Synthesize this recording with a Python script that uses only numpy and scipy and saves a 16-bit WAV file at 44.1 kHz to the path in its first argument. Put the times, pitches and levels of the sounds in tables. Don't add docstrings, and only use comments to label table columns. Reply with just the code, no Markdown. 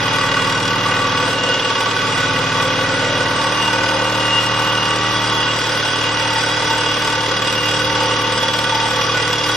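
import sys
import numpy as np
from scipy import signal
from scipy.fft import rfft, irfft, next_fast_len
from scipy.io import wavfile
from scipy.ndimage import uniform_filter1d, map_coordinates

SR = 44100
rng = np.random.default_rng(int(sys.argv[2]) if len(sys.argv) > 2 else 0)


def gain_from_decibels(decibels):
    exponent = np.asarray(decibels, float) / 20
    return 10 ** exponent


def pcm_store(signal):
    levels = np.round(np.clip(np.atleast_2d(signal), -1, 1) * 32767)
    wavfile.write(sys.argv[1], SR, levels.astype(np.int16).T)


N = 421596

# time in seconds, stony share 0-1, firm share 0-1, loss of the high orders in dB.
GROUND = [(0, .85, 0, 14), (1.1, .85, 0, 14), (1.35, .6, 0, 14), (1.9, .65, 0, 14), (2.2, 1, 0, 13),
          (3.35, 1, 0, 12), (3.5, 0, 0, 8), (4.05, 0, 0, 0), (5.35, 0, 0, 0), (5.75, 0, 1, 0),
          (9.56, 0, 1, 0)]


def unit(x):
    return x / np.sqrt(np.mean(x ** 2) + 1e-20)


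def along(points, hz):
    f, v = np.transpose(points)
    return np.interp(np.log(hz + 1), np.log(f + 1), v)


def curves(rows):
    s, *cols = np.transpose(rows)
    return [np.interp(np.arange(N) / SR, s, c) for c in cols]


def spells(rows):
    t = np.arange(0, N + 64, 64) / SR
    total = 0 * t
    for centre, length, size in rows:
        total = total + size * np.exp(-(2 * (t - centre) / length) ** 2)
    return np.repeat(total, 64)[:N]


def wobble(rate, size=1):
    rate = min(rate, 40)
    knots = rng.standard_normal(int(N * 40 / SR) + 4)
    return map_coordinates(knots, [np.arange(0, N, size) * rate / SR])


def filtered(x, response):
    m = next_fast_len(N + SR // 2)
    return irfft(rfft(x, m) * response(np.fft.rfftfreq(m, 1 / SR)), m)[..., :N]


def hum(turns, speed, bounce):
    # multiple of shaft rate, loose soil in dB, firm soil in dB.
    low_orders = [(1, -11.5, -14.5), (2, -17, -15.5), (3, 2, 0), (4, -6, -5.5), (5, -7, -12.5),
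                  (6, -36, -19), (7, -6, -11), (8, -0.5, -2), (9, -16.5, -16), (10, -16, -43),
                  (11, -6.5, -10.5), (12, -26, -9.5), (13, -2.5, -3), (14, -3.5, -3), (15, -11, -16)]
    # multiple of shaft rate, level in dB.
    bounce_orders = [(0.5, -33), (1, -10.5), (1.5, -26), (2, -26), (2.5, -4), (3, 1.5), (3.5, -9), (4, -2),
                     (4.5, -7), (5, -5.5), (5.5, -32), (6, -32), (6.5, -17.5), (7, -0.5), (7.5, -8.5),
                     (8, -10.5), (8.5, -41), (9, -8), (9.5, -20), (10, -12.5), (10.5, -18), (11, -10.5),
                     (11.5, -29), (12, -8), (12.5, -5), (13, -7), (13.5, -7.5), (14, -9), (14.5, -14),
                     (15, -4.5)]
    # centre in Hz, width in Hz, gain in dB.
    lifts = [(913, 15, 2.5), (1159, 20, 7), (1504, 14, 1)]
    # centre in seconds, length in seconds, gain in dB.
    chatter = [
        (.5, 1, 3.5),
        (1.6, 1, 14.5),
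    ]
    # centre in seconds, length in seconds, gain in dB.
    loads = [(1.1, 0.56, 0.3), (1.75, .7, -4.5), (3.5, 0.33, -1.7), (6.8, 0.5, -0.7), (7.9, 0.81, 1.8),
             (8.6, .5, 0.3)]
    comb_loose_db, comb_firm_db, comb_scatter_db = -22, -36, 1.5
    lift_firm_db = -7
    steady_wander = .45

    step = 8
    turns, speed, mix = turns[::step], speed[::step], np.clip(bounce[::step], 0, 1.3)
    stony, grip, loss_db = np.array(curves(GROUND))[:, ::step]
    calm = 1 - (1 - steady_wander) * (1 - grip) * (1 - stony)
    chatter_db = spells(chatter)[::step]
    low = {round(k): levels for k, *levels in low_orders}
    bouncing = dict(bounce_orders)
    pair = np.zeros((2, len(turns)))
    for k in sorted({*range(1, 41), *bouncing}):
        if k in low:
            loose_db, firm_db = low[k]
            db = (1 - grip) * loose_db + grip * firm_db
        elif k in bouncing:
            db = -25.0
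        else:
            scatter_db = comb_scatter_db * rng.standard_normal()
            level = gain_from_decibels(comb_loose_db + grip * (comb_firm_db - comb_loose_db) + scatter_db)
            for centre, width, gain_db in lifts:
                detuning = 2 * (k * speed - centre) / width
                level = level + gain_from_decibels(gain_db + lift_firm_db * grip) / np.hypot(1, detuning)
            db = 20 * np.log10(level)
        if k in bouncing:
            hop = stony if k in low else mix
            db = db + hop * (bouncing[k] - db)
        else:
            db = db - loss_db
        if k % 1 > 0 and 6 < k < 14:
            db = db + chatter_db
        sway_db = min(.5 + .08 * k, 1.5) * wobble(3.1, size=step)
        start = [[k * k / 4], [k * k / 4 + .25 + .08 * rng.standard_normal()]]
        wander = calm * min(0.043 * k, .07) * wobble(4.5, size=step)
        pair += gain_from_decibels(db + sway_db) * np.sin(2 * np.pi * (k * turns + start + wander))
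    level_db = -32.5 - 0.6 * wobble(1.5, size=step) + spells(loads)[::step]
    return signal.resample_poly(np.sqrt(2) * gain_from_decibels(level_db) * pair, step, 1, axis=1)[:, :N]


def repeating(turns, period, drift):
    size = 1160 * period
    shapes = rng.standard_normal((2, 60, size))
    place = (turns / period % 1 * size).astype(int) % size
    age = np.arange(N) / SR * np.clip(drift, .1, 6)
    old, fade = age.astype(int), age % 1 * np.pi / 2
    return np.cos(fade) * shapes[:, old, place] + np.sin(fade) * shapes[:, old + 1, place]


def rattle(turns, bounce, repeat, firm):
    # centre in seconds, length in seconds, strength of the limp, its
    limps = [(1.5, 0.64, 1), (1.85, 0.53, .7), (3.0, 0.15, -0.61), (3.75, 0.86, -0.57), (6.35, 0.22, 0.1),
             (7.4, 0.25, -0.78), (7.9, 0.34, -.5), (8.5, 0.53, -1.6), (9.3, .5, -0.83)]
    # centre in seconds, length in seconds, burst depth in dB.
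    throbs = [(.45, .6, 1.8), (1.0, 0.43, 0), (3.7, 0.55, .6), (4.35, 0.14, -2.5), (4.9, 0.78, 0.5),
              (5.2, .3, -1.5), (7.3, 0.56, 1.5), (8.45, 0.42, -0.5), (9.3, 0.25, 0.5)]
    limp = spells(limps)
    throb_db = 1.35 + 0.4 * firm + spells(throbs)

    odd = np.clip(.5 * bounce + 0.11 * abs(limp), 0, 1)
    each_turn = repeating(turns, period=1, drift=1.588)
    every_second = repeating(turns, period=2, drift=3.2)
    same = np.sqrt(1 - odd) * each_turn + np.sqrt(odd) * every_second
    repeat = np.clip(repeat, 0, 1)
    contacts = np.sqrt(repeat) * same + np.sqrt(1 - repeat) * rng.standard_normal((2, N))

    angle = 2 * np.pi * (turns - .27)
    uneven = limp * np.cos(angle / 2 + 2.7)
    burst = np.cos(angle) + 0.35 * np.cos(2 * angle + 0.87) + 0.59 * uneven
    since = (turns - .11) % 1
    blow = np.exp(-since / 0.06) * gain_from_decibels(-3.5 + throb_db + 10.5 * uneven + 2.5 * wobble(35))
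    force = gain_from_decibels(throb_db * burst + 0.17 * wobble(30) + 0.87 * wobble(10)) + blow
    return contacts * force / np.sqrt(np.abs(uniform_filter1d(force ** 2, size=SR // 5)))


def pile(blows, steady):
    mode_hz = [522, 902, 1145, 1488, 1955, 2503, 2828, 3355, 3790, 4890, 5625, 6070, 7760, 8790, 9660,
               11900, 15080]
    # width in Hz, level in dB.
    mode_shape = [(50.6, -7), (22.9, 1), (31.3, -7.5), (26.5, -4.5), (62, -12), (41.7, -13.5),
                  (29.6, -12.5), (37.2, 1), (29.6, -13.5), (44.4, -4.5), (40.6, -8.5), (60, -13.5),
                  (45, -20.5), (200, -18.5), (110, -26), (510, -23), (150, -42)]
    group_hz = [0, 700, 1020, 1330, 2660, 3080, SR]
    parts_db = [
        -34.5,
        -28.5,
        -28.5,
        -24,
        -33,
        -25.5,
    ]
    depth_db = [
        -2,
        -3.5,
        -9,
        -4,
        0,
        4.5,
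    ]
    swells = {0: [(.55, 0.23, -10), (1.5, 0.44, 6.5), (3.1, 1, 7), (4.0, .5, 9), (4.9, 0.73, -23),
              (5.65, 0.58, 4.5)], 1: [(3.5, 0.28, 1), (6.4, 0.94, 4), (8.0, 0.2, 7.5), (8.8, 0.41, 7)],
              2: [(1.0, .4, 1.5), (2.65, 0.41, 5.5), (3.4, 0.61, 8), (4.7, 1.2, -4), (8.15, 0.44, 6.5),
              (9.05, 0.17, 8.5)], 3: [(.7, 0.53, -2), (1.5, 0.58, -4), (2.3, 0.36, 1), (3.65, 0.17, -0.5),
              (4.7, 1, -1.5), (6.5, 0.27, 3), (9.2, 0.12, 5)], 4: [], 5: [(.1, 0.32, 3), (1.7, 0.36, 1.5),
              (5.9, 0.36, 1), (9.35, 0.14, -0.5)]}
    # centre in seconds, length in seconds, gain in dB.
    sings = [(.4, .4, 10), (1.5, 0.61, 23), (3.65, 0.32, 18), (4.35, 0.37, 21), (4.9, 0.59, 16.5),
             (5.45, .3, 21), (5.95, .4, 16), (6.25, 0.27, 17), (6.9, 0.6, 16.5), (7.6, .4, 14),
             (8.2, 0.83, 16.5), (9.2, .5, 12)]
    # frequency in Hz, density in dB per Hz.
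    clatter = [(90, -20), (200, 5), (400, -0.5), (720, -0.5), (1000, 6), (1700, -17), (3400, 4), (5700, -7),
               (7000, -5.5), (9000, -11), (10500, -16), (12000, -8), (14000, -52), (16000, -25)]
    flange_damping = 0.77
    sing_hz, sing_width_hz, sing_db = 2828, 14, -46.5

    def mode(f, centre, width):
        return 1j * f * width / (centre ** 2 - f * f + 1j * f * width)

    def ringing(f):
        total = 0
        for k, (centre, (width, db)) in enumerate(zip(mode_hz, mode_shape)):
            total = total + (-1) ** k * gain_from_decibels(db) * mode(f, centre, width)
        return total * ((f >= edges[:-1]) & (f < edges[1:]))

    edges = np.reshape(group_hz, (-1, 1, 1))
    parts = filtered(blows, ringing)
    out = gain_from_decibels(-27.5 - 0.5 * steady) * unit(filtered(blows, lambda hz: gain_from_decibels(along(clatter, hz))))
    swell_db = [spells(rows) for rows in swells.values()]
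    swell_db[2] = swell_db[2] - flange_damping * np.maximum(swell_db[0], 0)
    depth = np.arange(N) / N - .5
    for part, rest_db, deep_db, more_db in zip(parts, parts_db, depth_db, swell_db):
        flutter_db = .6 * np.repeat(wobble(5.5, size=64), 64)[:N]
        out = out + gain_from_decibels(rest_db + deep_db * depth + more_db + flutter_db) * unit(part)
    song = filtered(blows, lambda f: mode(f, sing_hz, sing_width_hz))
    return out + gain_from_decibels(sing_db + spells(sings)) * unit(song)


def engine():
    # frequency in Hz, density in dB per Hz.
    roar_db = [(11, -45), (18, -25), (108, -5), (218, -8), (515, 0.5), (723, -7), (890, -3), (1500, 0.5),
               (1750, -3.5), (3440, -6.5), (5780, -17), (7900, -18.5), (9000, -19.5), (11700, -55),
               (19800, -120)]
    roar = filtered(rng.standard_normal((2, N)), lambda hz: gain_from_decibels(along(roar_db, hz)))
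    return gain_from_decibels(-24.5 + 0.18 * wobble(4.3)) * unit(roar)


def spread(pair):
    # frequency in Hz, correlation of left and right.
    likeness = [(60, 1), (130, 0.98), (290, 0.97), (640, 0.88), (1410, 0.84), (3100, 0.65), (5500, 0.61),
                (7500, 0.061), (15000, 0.13)]

    def rotation(hz):
        turn = np.arccos(np.clip(along(likeness, hz), -1, 1)) / 2
        return np.array([np.cos(turn), np.sin(turn)])

    mid, side = filtered(pair, rotation)
    return np.array([mid + side, mid - side])


def scene():
    # time in seconds, shaft rate in Hz.
    shaft = [(0.0, 38.467), (0.9, 38.48), (1.6, 37.806), (2.4, 37.879), (3.0, 37.97), (3.6, 38.128),
             (4.2, 38.21), (5.15, 38.347), (5.75, 37.742), (6.3, 37.68), (7.3, 37.569), (8.1, 37.662),
             (8.8, 37.713), (9.56, 37.793)]
    speed, = curves(shaft)
    turns = np.cumsum(speed) / SR
    stony, firm, loss_db = curves(GROUND)
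    steady = (1 - firm) * gain_from_decibels(-loss_db) * (1 - stony)
    bounce = .1 + .9 * stony
    repeat = .33 + .17 * steady
    blows = rattle(turns, bounce, repeat, firm)
    return spread(hum(turns, speed, bounce) + pile(blows, steady) + engine())


def starved(x, kept, together, sparse):
    window = signal.windows.kaiser_bessel_derived(2048, 4 * np.pi)
    hz, _, z = signal.stft(x, SR, window, nperseg=len(window))
    luck = rng.standard_normal((33, z.shape[1])) + together * rng.standard_normal(z.shape[1])
    luck = uniform_filter1d(luck, size=3, axis=1) + 0.5 * luck
    rank = luck.argsort(axis=1).argsort(axis=1) / z.shape[1]
    share = along(kept, hz[::32] + 345)
    share[hz[::32] < 6800] = 1
    keep = np.repeat(rank < share[:, None], 32, axis=0)[:len(hz)]
    threshold = sparse * np.clip((hz[:, None] - 5500) / 9000, 0, 1)
    strong = abs(z) >= threshold * uniform_filter1d(abs(z), size=32, axis=0)
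    return signal.istft(z * keep * strong, SR, window, nperseg=len(window))[1][:N]


def roll_off(x):
    return signal.sosfilt(signal.butter(12, 15360, fs=SR, output="sos"), x)


def record(dry):
    # frequency in Hz, left minus right in dB.
    tilt = [(60, 2), (110, -0.5), (200, 0.5), (380, 0), (700, 1.5), (1290, -1.0), (2380, -1.5), (4400, -1),
            (8120, 0), (15000, 0)]
    # frequency in Hz, lead of the left in radians.
    lead = [(500, .02), (1550, 0.14), (2500, 0.33), (3620, 0.54), (5170, 0.34), (7000, 0.13)]
    # frequency in Hz, share of frames 0-1.
    kept_mid = [(6500, 0.83), (7100, 0.53), (8000, 0.42), (8800, 0.56), (9600, 0.21), (10600, 0.11),
                (11800, .27), (13000, 0.12), (14300, 0.17), (15100, .2), (15500, .02)]
    # frequency in Hz, share of frames 0-1.
    kept_side = [(7000, 1), (9300, 0.94), (10000, .85), (10600, .6), (11300, 1), (12200, 0.9), (12900, .7),
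                 (14000, .6), (14800, .9), (15500, .01)]
    half = np.array([[.5], [-.5]])
    left, right = filtered(dry, lambda hz: gain_from_decibels(half * along(tilt, hz)) * np.exp(1j * half * along(lead, hz)))
    mid = starved((left + right) / 2, kept_mid, together=.4, sparse=1.7)
    side = starved((left - right) / 2, kept_side, together=.2, sparse=2.1)
    return roll_off(np.array([mid + side, mid - side]))


dry = scene()
out = record(dry)
pcm_store(out)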